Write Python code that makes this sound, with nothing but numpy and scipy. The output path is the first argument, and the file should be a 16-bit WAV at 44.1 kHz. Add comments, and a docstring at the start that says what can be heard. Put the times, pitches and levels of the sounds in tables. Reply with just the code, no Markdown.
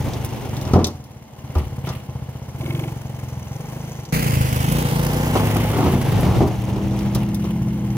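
"""A single-cylinder trials motorcycle rolls over an upturned aluminium boat; the tyres boom on the hull.
It drops off the bow, falters, thuds on the lawn at 1.56 s and putters away with two throttle blips.
At 4.124 s the scene jumps to a second run-up, close on the right, the exhaust pulsing hard under load.
Out of sight another motor, likely an eight-cylinder truck, slowly gathers speed.
From 5.3 s the tyres drum over the hull again and loose steel parts clank as the bike draws away."""
import sys
import numpy as np
from scipy import signal
from scipy.fft import rfft, irfft, next_fast_len
from scipy.io import wavfile
from scipy.ndimage import minimum_filter1d

SR = 44100
rng = np.random.default_rng(int(sys.argv[2]) if len(sys.argv) > 2 else 0)


def persist_wave(psi):
    """Save psi, clipped to +-1, as 16-bit WAV."""
    counts = np.round(np.clip(psi, -1, 1) * 32767).astype(np.int16)
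    wavfile.write(sys.argv[1], SR, np.atleast_2d(counts).T)


N = 351459
TIME = np.arange(N) / SR
MISFIRE_S, LANDING_S, JUMP_S, PASS_S = 1.27, 1.562, 4.124, 4.72
REFERENCE_M, IDLE_HZ = 8, 18

# firing rate on each ride: t/s, f/Hz
FIRING_FIRST = [(0, 25.81), (.2, 24.7), (.35, 24.51), (.9, 20.41), (1.1, 18.1), (1.7, 17.56), (2.2, 14.86),
                (2.53, 15.68), (2.7, 22.89), (2.88, 22.71), (3.15, 22.47), (3.4, 20.66), (3.78, 26.14),
                (3.93, 27.47), (4.12, 16.14)]
FIRING_SECOND = [(4.12, 31.46), (4.24, 28.58), (4.33, 27.12), (4.52, 24.99), (4.68, 27.34), (4.8, 30.14),
                 (4.92, 27.63), (5.1, 29.15), (5.35, 30.2), (5.85, 29.64), (5.98, 26.8), (6.21, 28.13),
                 (6.45, 23.81), (7.18, 18.43), (7.97, 17.37)]
# throttle twists and pulls under load: start/s, end/s, amount/0-1
THROTTLE = [(-.2, 0.033, 0.43), (2.49, 2.868, 0.89), (3.445, 3.804, 0.33)]
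PULLS = [(-.2, .15, 0), (2.57, 2.88, 0.27), (3.497, 3.96, 0.43), (4.012, 4.234, 0.75), (4.603, 4.816, 0.9),
         (4.866, 5.787, 0.84), (6.047, 6.237, 0.8)]
# engine voices: idle level/dB, rate slope/(dB/Hz), throttle/dB, front/dB, load/dB
THUMP_MIX = (-29.5, 0.0117, 8.5, -1, 1.5)
GULP_MIX = (-42, 0.15, -1, -3.5, -12)
BARK_MIX = (-41.5, 0.2, 2, -6, -0.5)
RASP_MIX = (-52.5, 0.4027, -3, -3, 0.5)
CLATTER_MIX = (-55, -0.0948, -38, -2, -2)
HISS_MIX = (-47.5, 0.5235, 5.5, 3, 0)
# resonances of the bike's parts: f/Hz, width/Hz, level/dB
PIPE = [(115.3, 46.4, 11), (85, 60, 8), (261, 220, -32)]
PIPE_LOADED = [(57.5, 47, -2.5), (152.6, 54, 4.5), (225.4, 28.3, -0.5)]
SILENCER = [(316, 198, 1.5), (474.5, 160, 2.5), (650, 44, 2.5), (786, 222, 1), (1026, 44, -1.5),
            (1308, 160, -13)]
INTAKE = [(214.7, 39, 3.5), (257, 74, -8.5)]
AIR_BOX = [(1750, 700, 11), (2126, 560, 19.3), (2760, 1250, 18.4)]
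AIR_BOX_HOWL = [(326, 58, 0), (268, 44, -2)]
FINS = [(2200, 160, 3), (2600, 130, -5.5), (3030, 1100, -7)]
VALVES = [(1830, 280, -0.5), (2130, 99, 5), (2880, 450, 0), (4870, 2800, -11.5)]
LINKS = [(6060, 1440, 32), (9250, 590, -18), (10900, 360, -14), (14500, 1500, -32)]
GUARD = [(2240, 1400, 3.5), (2750, 780, 1), (9600, 3200, -8), (11100, 1900, -4), (14300, 3700, -6)]
# silencer harmonics: multiple of firing rate, level/dB
OVERTONES = [(8, 5), (10, 3), (12, -4), (15, -7), (16, -2), (17, 1.5), (18, 3), (19, -4)]
# drive chain: t/s, level/dB
CHAIN_LEVEL = [(0, -51), (2, -60), (3.7, -51.5), (4.2, -49.5), (7.9, -55)]
# wheel strikes: t/s, level/dB, deep modes/dB, loss per rebound/dB, hardness/dB
HULL_HITS = [(.675, -25, -17, 5, 10), (0.735, -9.5, 3.5, 22, 8), (0.757, -2.5, -16, 6.5, -11),
             (.79, -9.5, -10, 2.5, 4), (1.552, -14, -40, 6, 5.5), (1.872, -20, -35, 6, 14),
             (5.353, -5.5, -46, 13, 9), (5.556, -13, -14, 16, 7), (5.733, -15.5, -13, 0, 8),
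             (5.787, -11, -12, 7, -9), (5.825, -13.5, -12, 1.5, 5), (5.861, -11.5, -4, 19, 9.5),
             (5.935, -16.5, 6, 5.5, -5), (6.189, -15, -9, 5.5, -12), (6.263, -15, -9, 1.5, 4.5),
             (6.406, -5, -10, 6, -11), (6.76, -17, -23, 7, -1), (6.91, -30, 0, 21, -11),
             (7.147, -27, -18, 22, 16), (7.442, -23.5, -7, 6, 9)]
# chain, stand and guard impacts: t/s, level/dB, top treble/dB
CLANKS = [(0.135, -31.5, -12), (0.2473, -35, 16.5), (.567, -33.5, 1), (0.612, -34, 3), (.652, -36, -12),
          (.734, -31, -1), (0.8438, -11, -19), (0.869, -23.5, 5), (1.04, -41.5, 7), (1.583, -37, 6),
          (1.858, -45, 8), (1.89, -29.5, -6), (3.287, -52, -5), (4.052, -37, -5), (4.7225, -37, 20.5),
          (5.364, -44, -6), (6.208, -46.5, 25.5), (6.475, -35.5, 8), (6.99, -34.5, 3), (7.149, -25, 6),
          (7.345, -32, 9)]
# modes of hull and loose steel: f/Hz, level/dB, t60/s
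HULL_MODES = [(67, -14, 0.37), (88.3, 0.5, 0.41), (136.4, 6.5, 0.17), (185, -1.5, 0.37), (232, -4, 0.43),
              (271, -5, 0.27), (305.7, -8.5, 0.34), (348.7, -2.5, 0.16), (384.8, -3.5, 0.2),
              (441.3, -16.5, 0.36), (465, -12, 0.15), (496, -9.5, 0.11), (597, -10.5, 0.15),
              (640, -22.5, 0.44), (725, -5.5, 0.078), (745, -23, 0.7), (837, -16.5, 0.3),
              (970, -17.5, 0.21), (1180, -12, 0.014), (1327, -16, 0.037)]
STEEL_MODES = [(2600, -16, 0.08), (3570, -1, 0.065), (3950, -8, .07), (4700, -9, 0.07), (5200, -4, 0.06),
               (5780, -1, 0.065), (6420, -8, 0.06), (9000, -20, .06), (11400, -15, .07)]
# spans of tyre roll and guard chatter: start/s, end/s, level/dB
ROLLS = [(-.1, 0.743, -29.5), (5.337, 6.098, -33.5), (6.062, 7.235, -26)]
CHATTERS = [(.05, 0.694, -49.5), (1.54, 1.623, -45.5), (1.827, 1.952, -41.5), (5.3, 5.96, -42.5),
            (6.493, 6.903, -47), (6.93, 7.23, -44.5), (7.404, 7.49, -45.5)]
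# noise spectra: f/Hz, density/dB
ENGINE_HISS = [(1200, 9.5), (2500, 9), (3800, 0.5), (5000, 2.5), (6400, 1.5), (8000, -1.5), (9200, 2.5),
               (10100, 0.5), (11000, 4.5), (12000, -0.5), (14100, 3.5), (15500, 4), (16000, -12)]
PLATING_STRUCK = [(30, -25), (60, -2), (150, 23), (400, 6.5), (800, 4.5), (1200, 3), (1550, -11.5),
                  (3000, -15), (6000, -21.5), (16000, -64)]
PLATING_ROLLED = [(30, -10), (55, 6), (85, 13), (170, 3.5), (290, 0), (360, 0.5), (460, -4.5), (850, -5),
                  (1500, -20), (3000, -23), (6000, -30), (16000, -47)]
OPEN_AIR = [(20, -15), (50, -12), (120, 7), (250, -3), (500, -1), (850, -1.5), (1500, -16), (2800, -69),
            (4000, -20.5), (16000, -47)]
# bike range on each ride: t/s, distance/m
DISTANCE_FIRST = [(0, 6.8), (1, 7.2), (2.3, 10.3), (4.1, 10.4)]
DISTANCE_SECOND = [(4.12, 2.03), (4.75, 2.3), (5.3, 2.64), (6.2, 3.75), (6.9, 9.2), (7.5, 7.6), (7.95, 6.5)]
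# bike bearing: t/s, left lag/samples, treble left minus right/dB
BEARING = [(0, -1, 0), (1, -4, 0), (4.12, -5, 0), (4.13, 19, -13), (4.7, 13, -13), (5.25, 7, -9),
           (5.75, 3, -4), (6.3, 0, -1), (7.9, -4, 1)]
# lawn reflection: t/s, delay/ms, gain
GROUND_ECHO = [(4.1, 0.3, 0), (4.124, 0.46, 0.34), (4.55, 0.34, 0.083), (4.95, 0.2, 0.28),
               (5.5, 0.062, 0.13)]
# truck cycle rate: t/s, f/Hz
TRUCK_SPEED = [(4.12, 9.25), (4.6, 10.25), (4.9, 11.25), (5.15, 12.6), (6, 14.1), (7, 15.44), (7.3, 15.72),
               (7.62, 16.15), (7.97, 15.45)]
# truck levels: t/s, firing tone/dB, burble/dB
TRUCK_LEVELS = [(4.12, -45, -44), (4.7, -39, -44), (5.4, -23, -42), (6.05, -23.5, -34), (6.5, -25.5, -32),
                (6.75, -26, -25), (7.15, -25.5, -25), (7.96, -26.5, -26.5)]
# uneven cylinder banks: multiple of cycle rate, level/dB
BURBLE = [(3, -23), (4, -6), (6, -29), (7, -9), (9, -13), (11, -1.5), (13, -0.5), (14, -17), (15, -13),
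          (16, -14.5), (17, -9), (19, -12), (20, -16.5), (21, -10), (22, -15.5), (23, -21.5), (24, -18)]
# truck tailpipe response: f/Hz, gain/dB
TAILPIPE = [(130, -3.5), (167, -12.5), (177, 1), (205, 1), (290, -8), (310, -3), (322, 4.5), (338, -6)]
# left-right likeness of noise: f/Hz, correlation
COHERENCE = [(100, 0.79), (400, 0.72), (800, 0.75), (1500, 0.49), (4000, 0.42), (9000, 0.02),
             (14000, 0.045)]


def engine():
    """Firings thump the pipe and puff gas through the silencer; the intake gulps, the valves tick."""
    rate_hz, cycle = crank()
    throttle = sum(amount * swell(start, end, .14, .12) for start, end, amount in THROTTLE)
    load = np.clip(sum(amount * swell(start, end, .1, .1) for start, end, amount in PULLS), 0, .9)
    front = np.clip(.5 - (TIME - PASS_S), 0, 1) * (TIME > JUMP_S)  # nose to tail in 1 s
    falter = swell(.74, 1.36, .1, .16)  # nose down, throttle shut
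    pulses = firings(cycle, rate_hz, load) * from_db(-4.5 * falter)
    exhaust = puff(cycle, rate_hz, .04, .005)
    intake = puff(cycle, rate_hz, .47, .007)
    white = [(20, 0), (16000, 0)]

    thump = pipe_thump(pulses, exhaust, load)
    gas = noise(white) * (1 + (.45 + load + 3.5 * throttle) * exhaust + .5 * intake)
    bark = unit_rms(cavity(gas, SILENCER) + from_db(-3) * cavity(delay(pulses, .003), SILENCER))
    rasp = cavity(noise(white) * (8.2 + exhaust + .27 * intake), AIR_BOX)
    ticks = puff(cycle, rate_hz, .1, .0015) + .6 * puff(cycle, rate_hz, .62, .0015)
    ticks *= from_db(3 * drift(40))
    clatter = cavity(noise(white) * (.1 + ticks), VALVES)
    hiss_envelope = 2.36 + .73 * exhaust + .028 * intake + .31 * ticks
    hiss = unit_rms(noise(ENGINE_HISS) * hiss_envelope * from_db(2.2 * drift(220)))
    gulp = cavity(unit_rms(stroke(cycle, .4)) + .7 * unit_rms(noise(white) * intake), INTAKE)

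    out = throttle ** 3 * blip(pulses, cycle, rate_hz) + load * (1 - .5 * front) * overtones(cycle)
    voices = [(thump, THUMP_MIX), (gulp, GULP_MIX), (bark, BARK_MIX),
              (rasp, RASP_MIX), (clatter, CLATTER_MIX), (hiss, HISS_MIX)]
    for voice, (idle_db, db_per_hz, throttle_db, front_db, load_db) in voices:
        running_db = idle_db + db_per_hz * (rate_hz - IDLE_HZ)
        out = out + voice * from_db(running_db + throttle_db * throttle + front_db * front + load_db * load)
    return nearness() * from_db(-3 * falter) * np.array([ground_bounce(side) for side in out])


def crank():
    """Firing rate and four-stroke cycle count; the exhaust opens at each whole number."""
    first = TIME < JUMP_S
    rate_hz = np.where(first, in_time(FIRING_FIRST)[0], in_time(FIRING_SECOND)[0])
    cycle = np.cumsum(rate_hz) / SR
    return rate_hz, np.where(first, cycle - .05, cycle - cycle[first][-1] - .01)


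def stroke(cycle, phase):
    """One unit impulse per cycle."""
    return 1. * (np.diff(np.floor(cycle - phase), prepend=-1) > 0)


def puff(cycle, rate_hz, phase, rise_s):
    """Envelope of one gust per cycle: swells, then dies."""
    age = (cycle - phase) % 1 / rate_hz / rise_s
    return age * np.exp(1 - age)


def firings(cycle, rate_hz, load):
    """Combustion pulses: more uneven while slowing, steadier under load, one skipped."""
    slowing_hz_per_s = np.clip(-np.gradient(rate_hz) * SR, 0, 10)
    spread_db = (1.5 - load) * (1 + .2 * slowing_hz_per_s)
    sizes = from_db(spread_db * np.minimum(rng.standard_normal(N), 1)) / np.sqrt(rate_hz)
    return stroke(cycle, 0) * sizes * (np.abs(TIME - MISFIRE_S) > .5 / rate_hz)


def pipe_thump(pulses, exhaust, load):
    """Pulses ring the exhaust pipe over a gas rumble; load hardens the note."""
    pipe = (1 - load) * cavity(pulses, PIPE) + load * cavity(delay(pulses, .002), PIPE_LOADED)
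    pipe = pipe + .2 * delay(pipe, .01487) + .28 * delay(pipe, .037)  # echoes: hull, trees
    gas = noise([(20, -35), (55, -2), (130, 0), (260, -6), (500, -22), (2000, -70)])
    rumble = unit_rms(gas * (.7 + exhaust))
    return unit_rms(pipe + from_db(-14) * (1 - load) * rumble)


def blip(pulses, cycle, rate_hz):
    """Open throttle: intake strokes howl in the air box, firings ping the cylinder fins."""
    howl = cavity(stroke(cycle, .55), AIR_BOX_HOWL)
    bursts = puff(cycle, rate_hz, .15, .002) + .3 * puff(cycle, rate_hz, .55, .005)
    buzz = rng.standard_normal(N) * bursts
    ping = cavity(.8 * unit_rms(delay(pulses, .0075)) + unit_rms(buzz), FINS)
    return from_db(-28.5) * (howl + from_db(-7.5) * ping)


def overtones(cycle):
    """The silencer sings on upper harmonics of the firing rate."""
    return sum(from_db(-47.5 + db + 1.5 * drift(4.1)) * np.sin(2 * np.pi * (k * cycle + rng.random()))
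               for k, db in OVERTONES)


def hull(rebounds=5, rebound_s=.024, hard_above_hz=1180, detune=.0354):
    """Tyres strike the hollow hull and rebound; its modes boom, the thin plating shudders."""
    blows = [(t + k * rebound_s * rng.uniform(1, 1.05), db - k * loss_db, deep_db, hard_db)
             for t, db, deep_db, loss_db, hard_db in HULL_HITS for k in range(rebounds)]
    times_s, db, deep_db, hard_db = np.transpose(blows)
    scatter = rng.standard_normal((len(blows), len(HULL_MODES)))
    shifts = np.clip(rng.standard_normal((len(HULL_HITS), len(HULL_MODES))), -2, 2)
    modes = np.zeros(N + SR)
    for (hz, mode_db, t60_s), luck, shift in zip(HULL_MODES, scatter.T, shifts.T):
        deep = 1 / (1 + (hz / 230) ** 4)
        sign = -1 if hz < 250 else np.sign(luck + .27)
        sizes = sign * from_db(db + mode_db + deep * deep_db + (hz > hard_above_hz) * hard_db + 2 * luck)
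        age_s = TIME[:int(t60_s * SR)]
        loaded_hz = hz * (1 + detune * (1 - deep) * shift[:, None])  # bike's weight shifts upper modes
        rings = np.sin(2 * np.pi * loaded_hz * age_s) * from_db(-60 * age_s / t60_s)
        for k, start in enumerate((times_s * SR).astype(int)):
            modes[start:start + len(age_s)] += sizes[k] * rings[k // rebounds]
    boom = butter(butter(modes[:N], 1210, "low"), 45, "high")
    plating = noise(PLATING_STRUCK)
    shudder = 0
    for band, band_db in (("low", db), ("high", db + hard_db)):
        energy = decay(clicks(times_s, from_db(2 * band_db)), .1)
        envelope = butter(np.sqrt(energy), 74, "low", order=1)
        shudder += butter(plating, hard_above_hz, band, order=4) * envelope
    return from_db(-5.5) * boom + from_db(-10) * shudder


def rolling(knobs_per_s=89):
    """Tread knobs drum on the plating while the bike is on the boat."""
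    contact = sum(from_db(db) * swell(start, end, .11, .11) for start, end, db in ROLLS)
    knobs = decay(1. * (rng.random(N) < knobs_per_s / SR), .14)
    return nearness() * contact * unit_rms(noise(PLATING_ROLLED) * (1.3 + knobs))


def landing(level_db=-7, start_hz=84, t60_s=.24):
    """The soft rear tyre thuds on the turf; its note sinks as it unloads."""
    age_s = np.maximum(TIME - LANDING_S, 0)
    tyre = np.sin(2 * np.pi * start_hz * np.log1p(3 * age_s) / 3) * from_db(level_db - 60 * age_s / t60_s)
    turf = noise([(35, -9), (70, 6), (200, -22), (600, -31), (3000, -55)])
    return tyre + turf * decay(clicks(np.array([LANDING_S]), from_db(level_db - 24)), 1)


def clanks():
    """Loose steel cracks and rings, alone and at each hull strike; the frame rattles on."""
    jolts = [(hit[0], -39.5, .5) for hit in HULL_HITS]
    times_s, db, top_db = np.transpose(list(CLANKS) + jolts)
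    scatter = rng.standard_normal((len(times_s), len(STEEL_MODES)))
    rings = sum(ring(clicks(times_s, from_db(db + mode_db + 2 * luck) * np.sign(luck)), hz, t60_s)
                for (hz, mode_db, t60_s), luck in zip(STEEL_MODES, scatter.T))
    blows = clicks(times_s, from_db(db))
    crack = noise([(500, -40), (1500, -15), (2700, -6), (3600, 2), (6000, 3), (8000, -9), (16000, -19)])
    crack *= decay(blows, .055) + from_db(-19) * decay(blows, .3)
    sizzle = noise([(3000, -38), (7000, -2), (10500, 9.5), (16000, 5)])
    sizzle *= decay(clicks(times_s, from_db(db + top_db)), .06)
    return from_db(-8) * rings + from_db(-3.5) * crack + from_db(-7) * sizzle


def chatter(touches_per_s=340):
    """Slack chain and mudguard chatter as the bike pitches."""
    shaking = sum(from_db(db) * swell(start, end, .017, .077) for start, end, db in CHATTERS)
    touches = decay((rng.random(N) < touches_per_s / SR) * rng.random(N), .03)
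    return shaking * cavity(rng.standard_normal((2, N)) * touches, GUARD)


def chain(touches_per_s=900):
    """Each firing snatches the chain; links jingle over the sprocket."""
    rate_hz, cycle = crank()
    touches = (rng.random(N) < touches_per_s / SR) * rng.standard_normal(N)
    tension = .48 + puff(cycle, rate_hz, .1, .0072)
    return from_db(in_time(CHAIN_LEVEL)[0]) * cavity(touches * tension, LINKS)


def truck():
    """Eight firings a cycle drone; uneven banks add tones that climb through the tailpipe resonances."""
    tone_db, burble_db = in_time(TRUCK_LEVELS)
    cycle_hz, = in_time(TRUCK_SPEED)
    angle = 2 * np.pi * np.cumsum(cycle_hz * (1 + .001 * drift(14))) / SR
    tone = from_db(tone_db + .8 * drift(12)) * np.sin(8 * angle)
    burble = 0
    for k, db in BURBLE:
        gain = from_db(db + at_hz(TAILPIPE, k * cycle_hz) + .5 * drift(57))
        burble += gain * np.sin(k * angle + 2 * np.pi * rng.random())
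    return np.sqrt(2) * (tone + from_db(burble_db) * burble) * (TIME > JUMP_S)


def nearness():
    """Bike gain, 1/distance."""
    return REFERENCE_M / np.where(TIME < JUMP_S, in_time(DISTANCE_FIRST)[0], in_time(DISTANCE_SECOND)[0])


def ground_bounce(x):
    """Treble reflects off the lawn; the notches climb as the bike draws away."""
    delay_ms, gain = in_time(GROUND_ECHO)
    treble = butter(butter(x, 700, "high", order=1), 6000, "low", order=1)
    return x + gain * delay(treble, delay_ms / 1000)


def place(x):
    """The far ear hears the bike later, with less top treble."""
    lag_samples, shade_db = in_time(BEARING)
    low = butter(x, 8200, "low")
    sides = from_db([shade_db / 2, -shade_db / 2])
    left, right = low + (x - low) * sides / np.sqrt(np.mean(sides ** 2, axis=0))
    return np.array([delay(left, np.round(lag_samples) / SR), right])


def gain_control(x, limit_db=-13.5, window_s=.03, attack_s=.05, hold_s=.46, release_db_per_s=22):
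    """Loud blows duck the gain; it holds, then creeps back."""
    window = window_s * SR
    power = signal.lfilter([1 / window], [1, -np.exp(-1 / window)], np.mean(x ** 2, axis=0))
    over_db = np.maximum(10 * np.log10(power + 1e-12) - limit_db, 0)
    half = int(hold_s * SR / 2)
    held_db = -minimum_filter1d(-over_db, 2 * half + 1, origin=half, mode="constant")
    creep_db = release_db_per_s * TIME
    down_db = np.maximum.accumulate(held_db + creep_db) - creep_db
    r = np.exp(-1 / (attack_s * SR))
    return x * from_db(-signal.lfilter([1 - r], [1, -r], down_db))


def from_db(db):
    """Decibels to gain."""
    return 10 ** (np.asarray(db) / 20)


def unit_rms(x):
    """Scale to unit power."""
    return x / np.sqrt(np.mean(x ** 2) + 1e-20)


def in_time(rows):
    """Table columns at every sample."""
    times_s, *columns = np.transpose(rows)
    return [np.interp(TIME, times_s, column) for column in columns]


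def at_hz(points, hz):
    """Read a spectrum on a log-frequency axis."""
    points_hz, values = np.transpose(points)
    return np.interp(np.log(hz + 1), np.log(points_hz), values)


def swell(start_s, end_s, attack_s, release_s):
    """Trapezoid, 0-1; the release begins at end_s."""
    return np.clip(np.minimum((TIME - start_s) / attack_s, 1 - (TIME - end_s) / release_s), 0, 1)


def drift(rate_hz):
    """Random wander, unit power."""
    return unit_rms(np.interp(TIME * rate_hz, np.arange(2000), rng.standard_normal(2000)))


def noise(spectrum):
    """Stereo noise from (f/Hz, density/dB) points, sides alike in the bass; unit power."""
    size = next_fast_len(N)
    hz = np.fft.rfftfreq(size, 1 / SR)
    mid, side = rfft(rng.standard_normal((2, size)))
    alike = at_hz(COHERENCE, hz)
    both = np.sqrt(1 + alike) * mid + np.sqrt(1 - alike) * side * [[1], [-1]]
    return unit_rms(irfft(both * from_db(at_hz(spectrum, hz)))[:, :N])


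def clicks(times_s, sizes):
    """Single-sample blows."""
    out = np.zeros(N)
    np.add.at(out, np.clip(np.round(times_s * SR).astype(int), 0, N - 1), sizes)
    return out


def decay(x, t60_s):
    """Each click starts an exponential envelope."""
    return signal.lfilter([1], [1, -from_db(-60 / (t60_s * SR))], x + 1e-18)


def ring(x, hz, t60_s):
    """Each click starts a damped sine."""
    r, w = from_db(-60 / (t60_s * SR)), 2 * np.pi * hz / SR
    return signal.lfilter([0, np.sin(w)], [1, -2 * r * np.cos(w), r * r], x + 1e-18)


def resonate(x, hz, width_hz):
    """One resonance, peak gain 1."""
    r = np.exp(-np.pi * width_hz / SR)
    feedback = [1, -2 * r * np.cos(2 * np.pi * hz / SR), r * r]
    return signal.lfilter(np.array([1, 0, -1]) * (1 - r * r) / 2, feedback, x + 1e-18)


def cavity(x, modes):
    """Parallel resonances, each passed twice for steep skirts; unit power."""
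    return unit_rms(sum(from_db(db) * resonate(resonate(x, hz, width_hz), hz, width_hz)
                        for hz, width_hz, db in modes))


def butter(x, hz, kind, order=2):
    """Butterworth low- or high-pass."""
    return signal.sosfilt(signal.butter(order, hz, kind, fs=SR, output="sos"), x + 1e-18)


def delay(x, delay_s):
    """Constant or moving delay."""
    return np.interp(TIME - delay_s, TIME, x, left=0)


def scene():
    """Bike and boat, far truck, open air."""
    near = place(engine() + chain() + hull() + rolling() + landing() + clanks() + chatter())
    return (near + truck() + from_db(-45) * noise(OPEN_AIR)) * from_db([[.25], [-.25]])


def record(dry):
    """Bass cut, gain control, soft clip, 16.1 kHz low-pass."""
    ducked = gain_control(butter(dry, 32, "high"))
    rounded = ducked / (1 + np.abs(ducked) ** 6) ** (1 / 6)
    return signal.sosfilt(signal.ellip(10, .2, 80, 16100, fs=SR, output="sos"), rounded)


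dry = scene()
out = record(dry)
persist_wave(out)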